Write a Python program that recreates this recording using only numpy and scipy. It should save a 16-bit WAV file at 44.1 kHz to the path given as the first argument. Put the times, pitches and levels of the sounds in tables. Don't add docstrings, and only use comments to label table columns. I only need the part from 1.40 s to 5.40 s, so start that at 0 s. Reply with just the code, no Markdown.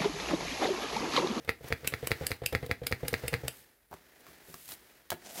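import sys
import numpy as np
from scipy import signal
from scipy.io import wavfile
from scipy.ndimage import uniform_filter1d

SR = 44100
rng = np.random.default_rng(int(sys.argv[2]) if len(sys.argv) > 2 else 0)


def inscribe(sig):
    pcm = np.round(np.clip(np.atleast_2d(sig).T, -1, 1) * 32767)
    wavfile.write(sys.argv[1], SR, pcm.astype(np.int16))


N = 176400
HIT_TIME_S = np.arange(round(0.25 * SR)) / SR


def amp(db):
    return 10 ** (np.asarray(db) / 20)


def read(points, hz):
    f, value = np.transpose(points)
    return np.interp(np.log(hz + 1), np.log(f), value)


def unit(x):
    return x / np.sqrt(np.sum(x ** 2) + 1e-20)


def add(mix, s, sound):
    part = mix[max(round(s * SR), 0):][:len(sound)]
    part += sound[:len(part)]


def colour(x, tone, tilt_db_oct=0, size=4096):
    hz = abs(np.fft.fftfreq(size, 1 / SR))
    log_gain = np.log(amp(read(tone, hz) + tilt_db_oct * np.log2(np.maximum(hz, 500))))
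    response = np.exp(np.conj(signal.hilbert(log_gain)))
    taps = np.fft.ifft(response).real[:size // 2]
    return signal.fftconvolve(x, taps)[:len(x)]


def ring(modes, detune, vary_db=1.2):
    t, out = HIT_TIME_S, 0
    for hz, db, t60_s in modes:
        pitch_draw, level_draw = rng.standard_normal(2)
        envelope = amp(db + vary_db * level_draw - 60 * t / t60_s)
        out += envelope * np.sin(2 * np.pi * hz * (1 + detune * pitch_draw) * t)
    return out


def burst(rise_s, t60_s):
    t = HIT_TIME_S
    attack = np.minimum(t / rise_s, 1) ** 2
    decay = amp(-60 * np.maximum(t - rise_s, 0) / t60_s)
    return unit(rng.standard_normal(len(t)) * attack * decay)


def impact(tone, tilt_db_oct, crunch_db, t60_s):
    force = amp(crunch_db) * burst(0.00094, t60_s)
    force[0] -= 1
    return unit(colour(force, tone, tilt_db_oct))


def hiss(noise, tone):
    return unit(colour(noise, tone)) * np.sqrt(N)


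def rub(levels, tone, grain_db, flutter_db, clump_samples=300):
    noise, grain, slow = rng.standard_normal((3, N))
    smoothed = uniform_filter1d(uniform_filter1d(slow, clump_samples), clump_samples)
    flutter = unit(smoothed) * np.sqrt(N)
    slips = noise * amp(grain_db * grain + flutter_db * flutter)
    level_db = np.interp(np.arange(N) / SR, *np.transpose(levels))
    return hiss(slips, tone) * amp(level_db)


# f/Hz, level/dB
FLOOR_SPECTRUM = [(25, 20), (60, 32), (110, 15), (350, 5.5), (700, -14), (1500, -2), (4000, -33),
                  (10000, 8), (14500, 7), (15250, 7), (16000, -14)]


def noise_floor(rms_db=-71):
    return amp(rms_db) * hiss(rng.standard_normal(N), FLOOR_SPECTRUM)


# t/s, level/dB
RUSTLE_LEVELS = [(0, -61), (.2, -63.5), (.27, -47), (.35, -57.5), (.48, -53.5), (.93, -49), (.99, -61.5),
                 (1.1, -57), (1.27, -55), (1.38, -62), (1.8, -49), (2.12, -55.5), (2.3, -65.5), (2.5, -73),
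                 (2.53, -56.5), (2.6, -61), (2.85, -60), (2.89, -56.5), (2.97, -58.5), (3.1, -58.5),
                 (3.25, -66.5), (3.33, -52.5), (3.37, -59.5), (3.55, -60), (3.69, -65.5), (3.8, -59)]
# f/Hz, level/dB
RUSTLE_SPECTRUM = [(60, -6), (350, 6), (700, 1.5), (1100, -4), (1800, 3), (2800, -5.5), (5000, -7),
                   (9000, -13), (16000, -9.5)]


def hand_rustle():
    return rub(RUSTLE_LEVELS, RUSTLE_SPECTRUM, grain_db=2, flutter_db=1.5)


# f/Hz, level/dB, t60/s
TABLE_MODES = [(75, -35.5, 0.14), (127.9, -35.5, 0.15), (147, -38, 0.093), (241, -44, 0.071),
               (268, -44.5, 0.135), (464.3, -34, 0.084), (497.7, -31, 0.07), (560, -41, 0.028),
               (672, -39.5, .07), (808.7, -49, 0.15)]


def table_thump(rise_s=0.0016):
    return -ring(TABLE_MODES, detune=0.026) * np.minimum(HIT_TIME_S / rise_s, 1)


# t/s, level/dB, tick trim/dB
THUMP_HITS = [(.004, -23, -26), (.047, -21, 6), (.077, -8, 8), (0.088, -4, 8), (.208, -14.5, -13),
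              (.243, -8.5, 3), (.3035, -4, 1), (0.319, -0.5, -3), (0.4318, -13, -3), (.4455, -8, 11),
              (0.523, -7, 8.5), (.628, -2, -2.5), (0.644, -11.5, 8), (0.706, 0.5, 1), (.810, 0, -4),
              (.823, -7.5, -3), (0.835, -8, 7.5), (0.905, -3.5, 1), (1.0188, -2.5, -6.5), (1.036, -9.5, 8),
              (1.1247, -1, 1), (1.128, 0, 2), (1.141, -6, -17), (1.228, 0, -1.5), (1.242, -12, 5),
              (1.262, -11, -20), (1.294, -4, -4), (1.304, -8.5, 4), (1.417, -4.5, -9), (1.434, -10.5, 6),
              (1.511, -1.5, -2), (1.631, 2.5, -8.5), (1.65, -4.5, 2.5), (1.7279, 3, -5), (1.836, -1.5, 0),
              (1.852, -8.5, 5), (1.9252, -4, 1), (1.931, -0.5, 6.5), (2.035, -3, -21), (2.050, -8, 0.5)]
# f/Hz, level/dB
PLASTIC_SPECTRUM = [(100, 1), (500, -9), (850, -2.5), (1300, 1.5), (1550, 0), (2100, 4), (2550, -2.5),
                    (3000, -8), (3500, -6), (4800, -14), (5700, -24), (10000, -21.5), (16000, -26.5)]


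def pump_thumps():
    out = np.zeros(N)
    for s, db, tick_db in THUMP_HITS:
        thump = table_thump()
        tick = impact(PLASTIC_SPECTRUM, tilt_db_oct=1.6, crunch_db=8, t60_s=0.11)
        add(out, s, amp(db) * (thump + amp(tick_db - 18.5) * tick))
    return out


# t/s, level/dB
TICK_HITS = [(0.048, -19), (0.2847, -9), (0.4473, -21.5), (0.46, -36), (0.7091, -7), (.9081, -6),
             (1.038, -32), (1.127, -6), (1.263, -9), (1.5158, -7), (1.731, -5), (1.93, -10), (3.142, -8),
             (3.2897, -8.5), (3.3196, -6), (3.7036, 7.5)]
# f/Hz, level/dB
TICK_SPECTRUM = [(200, -8), (900, 3), (1700, -3.5), (2500, -2.5), (4500, 4.5), (8000, -3), (16000, 1.5)]


def nail_ticks(gain_db=-11):
    out = np.zeros(N)
    for s, db in TICK_HITS:
        tick = unit(colour(burst(rise_s=0.0002, t60_s=0.016), TICK_SPECTRUM))
        add(out, s, amp(gain_db + db) * tick)
    return out


def chatter(contact, gap_s=0.00047, second_gain=1.15):
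    out = contact.copy()
    add(out, gap_s, second_gain * contact)
    return unit(out)


# t/s, level/dB, thud level/dB, tilt/(dB/oct)
CLACK_HITS = [(0.0925, -1, -2, 0), (0.3252, -3, -2, -1.5), (0.5387, -6, -4, -1), (0.7169, -1, 0.5, 1.5),
              (.9170, -6, -2.5, 3.5), (1.1503, -2, 3, -1), (1.313, -3, 0.5, 0), (1.5249, -4, 1.5, 1),
              (1.7408, -3.5, 0.5, 1.5), (1.9402, -4.5, -0.5, 1.5)]
# f/Hz, level/dB, t60/s
BOTTLE_MODES = [(524, -33.5, 0.045), (1384, -26, 0.023), (1676, -38.5, 0.057), (1840, -51, 0.027),
                (2121, -55, 0.12), (1990, -18, .006), (2440, -36, 0.01), (3370, -38, 0.039),
                (4200, -38, 0.013), (4720, -27.5, 0.012)]
# f/Hz, level/dB, t60/s
THUD_MODES = [(78, -23, 0.058), (129.5, -30.5, 0.018)]


def stop_clacks(rock_db=-6.5):
    out = np.zeros(N)
    for s, db, thud_db, tilt_db_oct in CLACK_HITS:
        contact = amp(-0.5) * chatter(impact(PLASTIC_SPECTRUM, tilt_db_oct, crunch_db=-12.5, t60_s=0.009))
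        bottle = ring(BOTTLE_MODES, detune=0.0031)
        grit = amp(-15.5) * unit(colour(burst(rise_s=0.0004, t60_s=0.056), TICK_SPECTRUM))
        thud = ring(THUD_MODES, detune=0.01) + amp(rock_db) * table_thump()
        add(out, s, amp(db) * (contact - bottle + grit) + amp(thud_db) * thud)
    return out


# t/s, level/dB, thump level/dB, ring trim/dB, tilt/(dB/oct)
SNAP_HITS = [(0.4738, 1.5, -23, 1.5, -1), (0.6712, -2.5, -12, -17, -2), (0.8666, -0.5, -24, -19, 0.5),
             (1.0604, -0.5, -13, 7.5, 1.5), (1.4678, -1, -12, -33, 0), (1.681, -2.5, -9.5, -13, .5),
             (1.8801, -3, -6.5, -5, .5), (2.0803, -2.5, -12.5, -1, 0)]
# f/Hz, level/dB
SNAP_SPECTRUM = [(200, -6), (550, -3), (1000, -10.5), (1500, -5.5), (2100, 0), (2650, 0), (3300, -5),
                 (4200, -5.5), (4850, 5), (5900, -10.5), (7000, -4), (8100, 1), (9500, -2), (11500, -2),
                 (12600, -8.5), (14200, -0.5), (16000, -20)]
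# f/Hz, level/dB, t60/s
VALVE_MODES = [(1900, -57, 0.035), (2682, -27, 0.02), (3010, -40, 0.029)]


def valve_snaps(lead_s=0.006, rise_s=0.00139):
    out = np.zeros(N)
    for s, db, thump_db, ring_db, tilt_db_oct in SNAP_HITS:
        snap = amp(-2.5) * unit(colour(burst(rise_s, t60_s=0.01), SNAP_SPECTRUM, tilt_db_oct))
        crackle = amp(-14.5) * unit(colour(burst(lead_s, t60_s=0.028), SNAP_SPECTRUM, tilt_db_oct=-1.5))
        add(out, s - lead_s, amp(db) * crackle)
        add(out, s, amp(db) * snap + amp(thump_db) * table_thump())
        add(out, s + rise_s, amp(db + ring_db) * ring(VALVE_MODES, detune=0.0063))
    return out


# t/s, level/dB
BRUSH_LEVELS = [(2.08, -84), (2.12, -60), (2.19, -55), (2.25, -65.5), (2.7, -109), (2.81, -61), (2.84, -86),
                (2.89, -60.5), (3.0, -72), (3.08, -56.5), (3.27, -51.5), (3.29, -46.5), (3.33, -42),
                (3.365, -63), (3.8, -79), (3.93, -50), (3.99, -44.5)]
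# f/Hz, level/dB
BRUSH_SPECTRUM = [(100, -6.5), (1000, -16.5), (3000, -8.5), (6000, -12), (11000, -7), (14000, -6.5),
                  (16000, -10)]


def mat_brush():
    return rub(BRUSH_LEVELS, BRUSH_SPECTRUM, grain_db=5, flutter_db=-1.2)


# t/s, level/dB, tilt/(dB/oct), bump trim/dB, pop f/Hz
PAT_HITS = [(2.513, -19.5, 11, 6, 780), (2.518, -18, -2, -10, 930), (2.528, -8.5, -4.5, -8, 980),
            (2.54, -16, 2, 4.5, 1090), (2.867, -19, 1.5, -10, 1110), (2.887, -23, 14, 3, 1090),
            (3.085, -23.5, -12, 5, 170), (3.098, -25.5, -17, 11.5, 170), (3.142, -15.5, 1.5, 3.5, 1150),
            (3.7188, 0, 0, -4.5, 696), (3.7242, -1, -2.5, -12, 676), (3.729, -7, 2.5, -3, 705),
            (3.741, -18.5, 3, 11.5, 380)]
# f/Hz, level/dB
PAT_SPECTRUM = [(35, -18), (90, -7), (350, -12.5), (700, 5.5), (1050, -12), (1500, -5), (2600, -17.5),
                (6000, -23), (16000, -25)]
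# f/Hz, level/dB, t60/s
MAT_MODES = [(94, -43, 0.032), (164.6, -41.5, 0.13), (260, -41, 0.09), (372, -36, .06)]


def soft_pats(pop_db=-25.5, pop_t60_s=0.016):
    out = np.zeros(N)
    for s, db, tilt_db_oct, bump_db, pop_hz in PAT_HITS:
        pop = ring([(pop_hz, pop_db, pop_t60_s)], detune=0.013)
        contact = amp(-9) * impact(PAT_SPECTRUM, tilt_db_oct, crunch_db=-3, t60_s=0.025)
        bump = amp(bump_db) * ring(MAT_MODES, detune=0.03)
        add(out, s, amp(db) * (contact + pop + bump))
    return out


# t/s, level/dB
WIPE_LEVELS = [(3.76, -100), (3.8, -66), (3.86, -50.5), (3.91, -47), (3.93, -56.5), (3.99, -39)]
# f/Hz, level/dB
WIPE_SPECTRUM = [(60, -10), (200, 2.5), (350, -0.5), (500, 2.5), (690, 10), (1000, -3.5), (1500, -3.5),
                 (2500, -3.5), (4000, -5.5), (6000, -2.5), (9000, -6), (16000, -16.5)]


def plate_wipe():
    return rub(WIPE_LEVELS, WIPE_SPECTRUM, grain_db=9.5, flutter_db=0, clump_samples=250)


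# f/Hz, level/dB
SCATTER_SPECTRUM = [(100, -24.5), (500, -8.5), (1800, -2), (5000, -5), (16000, -1.5)]
# f/Hz, level/dB
TAIL_SPECTRUM = [(50, -33), (200, -1), (500, 0.5), (1000, 0), (1800, -1), (3000, 1), (4000, 1.5),
                 (7000, -5), (11000, 2.5), (16000, 3.5)]
# f/Hz, t60/s
TAIL_DECAY = [(60, 0.77), (500, 0.16), (2000, 0.18), (6000, 0.2), (16000, 0.17)]


def room(x, responses=3, tail_rise_s=0.027, scatter_delay_s=0.002, echo_delay_s=0.0085):
    t, out = np.arange(SR // 2) / SR, np.zeros(N)
    for k in range(responses):
        hz, frame_s, noise = signal.stft(rng.standard_normal(len(t)), SR, nperseg=256)
        tail_db = read(TAIL_SPECTRUM, hz)[:, None] - 60 * frame_s / read(TAIL_DECAY, hz)[:, None]
        tail = signal.istft(noise * amp(tail_db), SR, nperseg=256)[1][:len(t)]
        response = amp(-15.5) * unit(tail * np.minimum(t / tail_rise_s, 1))
        scatter = unit(colour(burst(rise_s=0.00067, t60_s=0.098), SCATTER_SPECTRUM))
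        add(response, scatter_delay_s, amp(-11.5) * scatter)
        crossfade = np.cos(np.pi * (np.arange(N) / SR + k / responses)) * np.sqrt(2 / responses)
        out += signal.fftconvolve(x * crossfade, response)[:N]
    add(out, echo_delay_s, amp(-19.5) * x)
    return out


def scene():
    hits = pump_thumps() + valve_snaps() + stop_clacks() + soft_pats() + nail_ticks()
    friction = hand_rustle() + mat_brush() + plate_wipe()
    return (hits + room(hits) + friction + noise_floor())[None]


def record(dry):
    low_hz, high_hz = 55, 15900
    highpass = signal.butter(2, low_hz, "highpass", fs=SR, output="sos")
    lowpass = signal.firwin(255, high_hz, window=("kaiser", 8), fs=SR)
    return signal.oaconvolve(signal.sosfilt(highpass, dry), lowpass[None], "same")


dry = scene()
out = record(dry)
inscribe(out)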